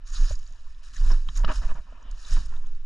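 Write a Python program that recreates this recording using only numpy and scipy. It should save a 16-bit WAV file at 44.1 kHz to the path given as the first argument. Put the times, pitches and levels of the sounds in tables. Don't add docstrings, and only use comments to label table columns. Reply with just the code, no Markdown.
import sys
import numpy as np
from scipy import signal
from scipy.fft import rfft, irfft
from scipy.io import wavfile

SR = 44100
rng = np.random.default_rng(int(sys.argv[2]) if len(sys.argv) > 2 else 0)


def nominal_scale(level):
    x = np.asarray(level, float) / 20
    return 10 ** x


def transcribe(u):
    v = np.clip(np.atleast_2d(u).T, -1, 1)
    q = np.round(v * 32767).astype(np.int16)
    wavfile.write(sys.argv[1], SR, q)


N = 125685
TIME = np.arange(N) / SR
LEFT_RIGHT = np.array([[1], [-1]])


def rms_one(x):
    return x / np.sqrt(np.mean(x ** 2) + 1e-20)


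def cut(x, hz, kind, order=1):
    return signal.sosfilt(signal.butter(order, hz, kind, fs=SR, output="sos"), x)


def around(x, hz, share):
    return cut(x, [hz * (1 - share), hz * (1 + share)], "band", order=2)


def drift(rate_hz):
    r = np.exp(-2 * np.pi * rate_hz / SR)
    settling = 9000
    noise = rng.standard_normal(N + settling)
    return rms_one(signal.lfilter([1], [1, -2 * r, r * r], noise)[settling:])


def swells(rows):
    power = 0
    for start, rise, hold, fall, db in rows:
        up = np.clip((TIME - start) / max(rise, 1e-3), 0, 1)
        dying = np.maximum(TIME - start - rise - hold, 0)
        power = power + (up ** 2 * nominal_scale(db - fall * dying)) ** 2
    return np.sqrt(power)


def crackle(per_s, spread_db, clump_db):
    sizes = nominal_scale(spread_db * np.minimum(rng.exponential(1, N), 5)) * rng.choice([-1, 1], N)
    born = rng.random(N) < per_s / SR
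    clumps = nominal_scale(clump_db * (drift(130) + 0.77 * drift(35)))
    return rms_one(sizes * born * clumps)


def ring(clicks, hz, t60):
    r, w = nominal_scale(-60 / (t60 * SR)), 2 * np.pi * hz / SR
    return signal.lfilter([0, np.sin(w)], [1, -2 * r * np.cos(w), r * r], clicks + 1e-18)


def through_case(x):
    # (pitch [Hz], width [Hz], level [dB], left minus right [dB], side path [dB])
    resonances = [(240, 41.6, 0, -2.5, -10), (641, 117, -4.5, 0, -6.5), (961, 90, 1, 0, -11),
                  (1112, 182, 0.0, -3, -10), (1357, 304, -0.5, 2, -21.5), (1781, 168, 1, 4, -6.5),
                  (2464, 316, -5, 9.5, -1.5), (2954, 310, -0.5, 4, -7), (3824, 320, -1.5, 0.5, -6),
                  (4620, 640, -4, -2.9, -10.5), (5295, 538, -1.5, -3, -14.5), (6796, 760, -6, -0.5, -14),
                  (9210, 1240, -19, 2, -12.5), (10460, 740, -19.5, 3, -7)]
    side_path_s, patchy_db = .006, 1.2
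    taps = np.arange(1200)
    path = rng.standard_normal(1200) * np.exp(-taps / SR / side_path_s)
    path = path / np.linalg.norm(path)
    detour = np.convolve(x, path)[:N] + 0.5 * x * rng.choice([-1, 1], N)
    both = np.array([x, detour]) + 1e-18
    out = 0
    for k, (hz, width, db, left_db, side_db) in enumerate(resonances):
        r = np.exp(-np.pi * width / SR)
        poles = [1, -2 * r * np.cos(2 * np.pi * hz / SR), r * r]
        mid, side = signal.lfilter([(1 - r * r) / 2, 0, (r * r - 1) / 2], poles, both)
        gain = nominal_scale(db + patchy_db * drift(37) + left_db * LEFT_RIGHT / 2)
        out = out + (-1) ** k * gain * (mid + nominal_scale(side_db) * side * LEFT_RIGHT)
    return out


def faint_hiss():
    return nominal_scale(-65.5) * rng.standard_normal(N)


def rustle():
    level = nominal_scale(-68 + drift(23) + drift(97))
    return nominal_scale(13.5) * cut(level * rng.standard_normal(N), 2670, "low", order=2)


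def wobbles():
    # (middle [s], length [s], pitch [Hz], minus for a trough in the middle, peak [dB])
    swings = [(.227, .11, -24, -10), (.125, .07, -22, -21), (.332, .04, 35, -21), (1.045, .14, -23, -11),
              (1.1345, .13, -22.5, -10), (1.2275, .12, -23, -21), (1.401, .12, -29, -14),
              (1.47, .05, 14, -12), (1.505, .04, -14, -15), (1.594, .06, 30, -16), (1.66, .05, 16, -14),
              (1.715, .08, -8, -15), (1.785, .05, 14, -21), (1.275, .04, -20, -23), (.309, .02, -40, -21),
              (.385, .08, 11, -21), (2.125, .12, -28, -25), (2.355, .1, -21, -10), (2.635, .5, 11.7, -19)]
    out = 0
    for s, length, hz, db in swings:
        hump = np.cos(np.pi * np.clip((TIME - s) / (1.3 * length), -.5, .5)) ** 2
        out = out + np.sign(hz) * nominal_scale(db) * np.cos(2 * np.pi * hz * (TIME - s)) * hump
    return out


def rumble():
    # (pitch [Hz], level [dB per Hz])
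    spectrum = [(20, -24), (35, 4.5), (50, -0.5), (80, -16), (130, -30), (300, -38.5)]
    # (time [s], level [dB])
    shaking = [(0.1, -45), (0.23, -31), (0.28, -40), (0.31, -30.5), (0.41, -49.5), (0.82, -51),
               (1.04, -30.5), (1.28, -38.5), (1.47, -30.5), (1.79, -37), (1.85, -54.5), (1.93, -58),
               (2.03, -67), (2.11, -45), (2.19, -46), (2.25, -46), (2.31, -33), (2.6, -42.5)]
    rumble_db, follows = -8, 1.4
    hz = np.maximum(np.arange(N // 2 + 1) * SR / N, 1)
    corner_hz, corner_db = np.transpose(spectrum)
    shape = nominal_scale(np.interp(np.log(hz), np.log(corner_hz), corner_db, right=-120))
    mid, side = irfft(rfft(rng.standard_normal((2, N))) * shape, N)
    shaking_db = np.interp(TIME, *np.transpose(shaking)) + 40.5
    level = nominal_scale(rumble_db + follows * shaking_db - 36 + 3.3 * drift(11.7)) / np.std(mid)
    return level * (mid + nominal_scale(-24.0) * side * LEFT_RIGHT)


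def mount():
    deep = cut(rng.standard_normal(N + SR), 22, "low", order=3)
    deep = nominal_scale(-36) * rms_one(cut(deep, 5.6, "high")[SR:])
    left_db = -2
    return nominal_scale(left_db * LEFT_RIGHT / 2) * (wobbles() + deep + rumble())


def thuds():
    # (time [s], peak [dB], pitch [Hz])
    bumps = [(0.201, -36, 111), (.3, -25.5, 98), (0.504, -41, 118), (1.005, -25, 114), (1.11, -26, 159),
             (1.282, -31, 146), (1.439, -23.5, 166), (1.489, -26.5, 179), (1.579, -44.5, 88.5),
             (1.629, -34.5, 159), (1.701, -37.5, 198), (1.746, -32, 145), (1.85, -47.5, 196),
             (1.92, -40.5, 198), (2.31, -25.5, 99), (2.371, -32, 235), (2.515, -44, 153), (2.048, -45, 231),
             (2.562, -45, 226), (2.638, -45, 229)]
    rise_s, fall_s = 0.0083, 0.0075
    out, t = np.zeros((2, N)), np.arange(8000) / SR
    rise = np.sin(np.minimum(t / rise_s, 1) * np.pi / 2) ** 2
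    shape = rise * np.exp(-np.maximum(t - rise_s, 0) / fall_s)
    for (s, db, hz), (turn, lean) in zip(bumps, rng.uniform(-1.33, 1, (len(bumps), 2))):
        phase = 2 * np.pi * hz * t * (1 - 2.03 * t) + np.pi * turn + 0.17 * lean * LEFT_RIGHT
        i = int(s * SR)
        out[:, i:i + 8000] += nominal_scale(db - 8.5) * shape * np.sin(phase)
    return out


def knocks():
    # (time [s], peak [dB], main ring [Hz], second ring [Hz])
    blows = [(0.3074, -36.5, 1470, 582), (.311, -42.5, 1014, 650), (0.509, -57, 225, 705),
             (1.046, -67, 323, 656), (1.114, -41, 1400, 359), (1.2866, -32.5, 3580, 3330),
             (1.288, -36, 1767, 1160), (1.4431, -28, 685, 960), (1.4462, -24.5, 1740, 1300),
             (1.4467, -26.5, 3800, 3140), (1.924, -44, 240, 646), (2.368, -41, 890, 1370),
             (2.525, -42.5, 1040, 1350), (2.538, -44.5, 2700, 1340)]
    contact_s, tap_s, ring_cycles = .0012, .00004, 15
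    second_ring_db, case_share_db = 7, 14.5
    out, contacts, t = np.zeros((2, N)), np.zeros(N), np.arange(4000) / SR
    pulse = np.exp(-(t / tap_s - 2) ** 2 / 2) / (2.26 * tap_s * SR)
    grits = rng.standard_normal((len(blows), 4000))
    for (s, db, main_hz, second_hz), grit in zip(blows, grits):
        i = int(s * SR)
        hit = grit * t * np.exp(-t / contact_s)
        hit = nominal_scale(db + 12.5) * hit / np.linalg.norm(hit)
        contacts[i:i + 4000] += around(hit, main_hz, .09) + around(hit, second_hz, .09)
        band = [0.72 * min(main_hz, second_hz), 0.94 * max(main_hz, second_hz)]
        tap = nominal_scale(db - 3.0) * cut(pulse, band, "band", order=2)
        main = ring(tap, main_hz, ring_cycles / main_hz)
        second = ring(tap, second_hz, ring_cycles / second_hz)
        out[:, i:i + 4000] += nominal_scale(1.4 * LEFT_RIGHT) * (main + nominal_scale(second_ring_db) * second)
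    return out + nominal_scale(case_share_db) * through_case(contacts)


def rubbing():
    # (start [s], rise [s], hold [s], fall [dB per s], level [dB])
    rubs = [(.12, 0.085, 0.09, 284, -58.5), (.5, 0.034, 0.055, 88, -68.5), (.99, 0.016, 0.062, 283, -51.5),
            (1.095, 0.01, 0.002, 400, -40), (1.14, 0.0066, .005, 296, -54), (1.35, 0.04, 0.012, 300, -49.5),
            (1.425, 0.011, 0.011, 396, -40), (1.468, 0.012, 0.035, 486, -34),
            (1.55, 0.033, 0.087, 306, -55), (1.61, 0.0097, 0.032, 602, -45.5),
            (1.67, 0.022, 0.021, 591, -43), (1.742, 0.0081, 0.029, 388, -49.5),
            (1.86, 0.007, 0.24, 108, -59), (2.22, 0.025, 0.17, 94, -59), (2.352, 0.01, 0.0034, 500, -43.5),
            (2.49, 0.013, 0.033, 185, -53.5), (2.63, 0.0039, 0.0075, 213, -59)]
    x = swells(rubs) * crackle(per_s=6000, spread_db=1.5, clump_db=1.1)
    return nominal_scale(17.5) * cut(cut(x, 1120, "low", order=2), 246, "high")


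def snaps():
    # (time [s], level [dB],
    # pitch [Hz], length [s])
    cracks = [(0.072, -64, 6880, .01), (.1007, -38.5, 6600, .005), (1.918, -68, 2920, 0.064),
              (0.131, -39.5, 6700, .008), (0.143, -39.5, 4600, .025), (2.1121, -41.5, 10600, .002),
              (0.258, -44.5, 4600, .035), (1.448, -37, 5450, .002), (0.321, -41, 6700, .015),
              (0.3523, -39.5, 6800, .003), (0.3532, -43, 4900, .003), (0.391, -41, 6600, .002),
              (.396, -46, 5500, .002), (0.416, -51, 6000, .0015), (0.464, -46, 4400, .003),
              (0.475, -45.5, 6600, .002), (0.506, -53, 6900, .002), (0.523, -46, 6870, .002),
              (0.56, -65, 6430, .002), (0.606, -59, 3780, .002), (0.659, -58.5, 1120, .01),
              (1.371, -20, 12400, 0.0024), (0.746, -54, 3700, .002), (.8345, -53, 5380, .004),
              (0.9594, -46, 1880, .01), (0.9636, -43.5, 3700, .004), (.964, -39.5, 6500, .004),
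              (1.114, -35.5, 5300, 0.009), (1.352, -52, 3900, .005), (1.3533, -41, 6400, .008),
              (1.3726, -30.5, 6730, .006), (1.391, -40, 6600, .005), (1.487, -40.5, 2900, .01),
              (1.7424, -47, 7000, .003), (2.04, -58.5, 3160, 0.088), (2.026, -53, 6400, .003),
              (2.111, -48, 4500, .003), (2.1116, -42.5, 7200, .003), (2.1999, -76, 7000, .002),
              (2.2478, -41.5, 3900, .004), (2.306, -37.5, 6000, .006), (2.336, -30.5, 8600, .005),
              (2.411, -43.5, 4000, .002), (2.4605, -35.5, 9000, .002), (2.456, -41, 5600, .002),
              (2.563, -49.5, 3800, .004), (2.66, -53, 3600, .003), (2.669, -50, 6000, .002),
              (2.7182, -59, 6100, .002), (2.7492, -54.5, 4470, .002)]
    out, t = np.zeros(N + 9000), np.arange(9000) / SR
    grits = rng.standard_normal((len(cracks), 9000))
    for (s, db, hz, length), grit in zip(cracks, grits):
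        rise = .7 * length
        shape = np.minimum(t / rise, 1) * np.exp(-(np.maximum(t - rise, 0) / length) ** 2)
        burst = around(shape * grit, hz, .12)
        i = int((s - rise / 2) * SR)
        out[i:i + 9000] += nominal_scale(db) * burst * np.linalg.norm(shape) / np.linalg.norm(burst)
    return out[:N]


def leaves():
    # (start [s], rise [s], hold [s], fall [dB per s], level [dB])
    crushes = [(.04, 0.031, 0.045, 47, -51), (.11, 0.023, 0.19, 368, -44), (.36, 0.0068, 0.042, 10, -61),
               (.827, 0.0062, 0.054, 153, -53), (.92, 0.017, 0.089, 164, -48),
               (1.0, 0.073, 0.044, 109, -44.5), (1.24, 0.047, 0.11, 35, -55),
               (1.33, 0.037, 0.0065, 429, -39.5), (1.47, 0.076, 0.016, 296, -39.5),
               (1.6, 0.015, 0.052, 107, -51.5), (2.05, 0.21, 0.14, 113, -47.5),
               (2.23, 0.094, 0.0098, 171, -40), (2.5, 0.025, 0.018, 42, -60.5)]
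    # (time [s], level [dB])
    brittle_rows = [
        (0, 8),
        (.6, -1.5),
        (.85, -31),
        (1.3, 1.5),
        (1.7, -14),
        (2.2, -6),
    ]
    # (low edge, high edge) [Hz]
    brittle_hz = [6650, 6890]
    x = swells(crushes) * crackle(per_s=8500, spread_db=2.7, clump_db=1.0)
    brittle = nominal_scale(np.interp(TIME, *np.transpose(brittle_rows))) * cut(x, brittle_hz, "band")
    bright = cut(x, 4030, "high", order=2)
    body = nominal_scale(-1) * cut(x, [1150, 1900], "band", order=2)
    return nominal_scale(8.0) * (brittle + bright + body) + snaps()


def scene():
    heard_through = faint_hiss() + rustle() + rubbing() + leaves()
    return mount() + thuds() + knocks() + through_case(heard_through)


def roll_off(x):
    return signal.sosfilt(signal.butter(12, 14960, fs=SR, output="sos"), x)


def record(dry):
    step_hz = 10280
    main = cut(dry, step_hz, "low", order=8)
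    air = nominal_scale(-2.5) * cut(cut(dry, step_hz, "high", order=4), 13950, "low", order=4)
    return roll_off(main + air - .002)


dry = scene()
out = record(dry)
transcribe(out)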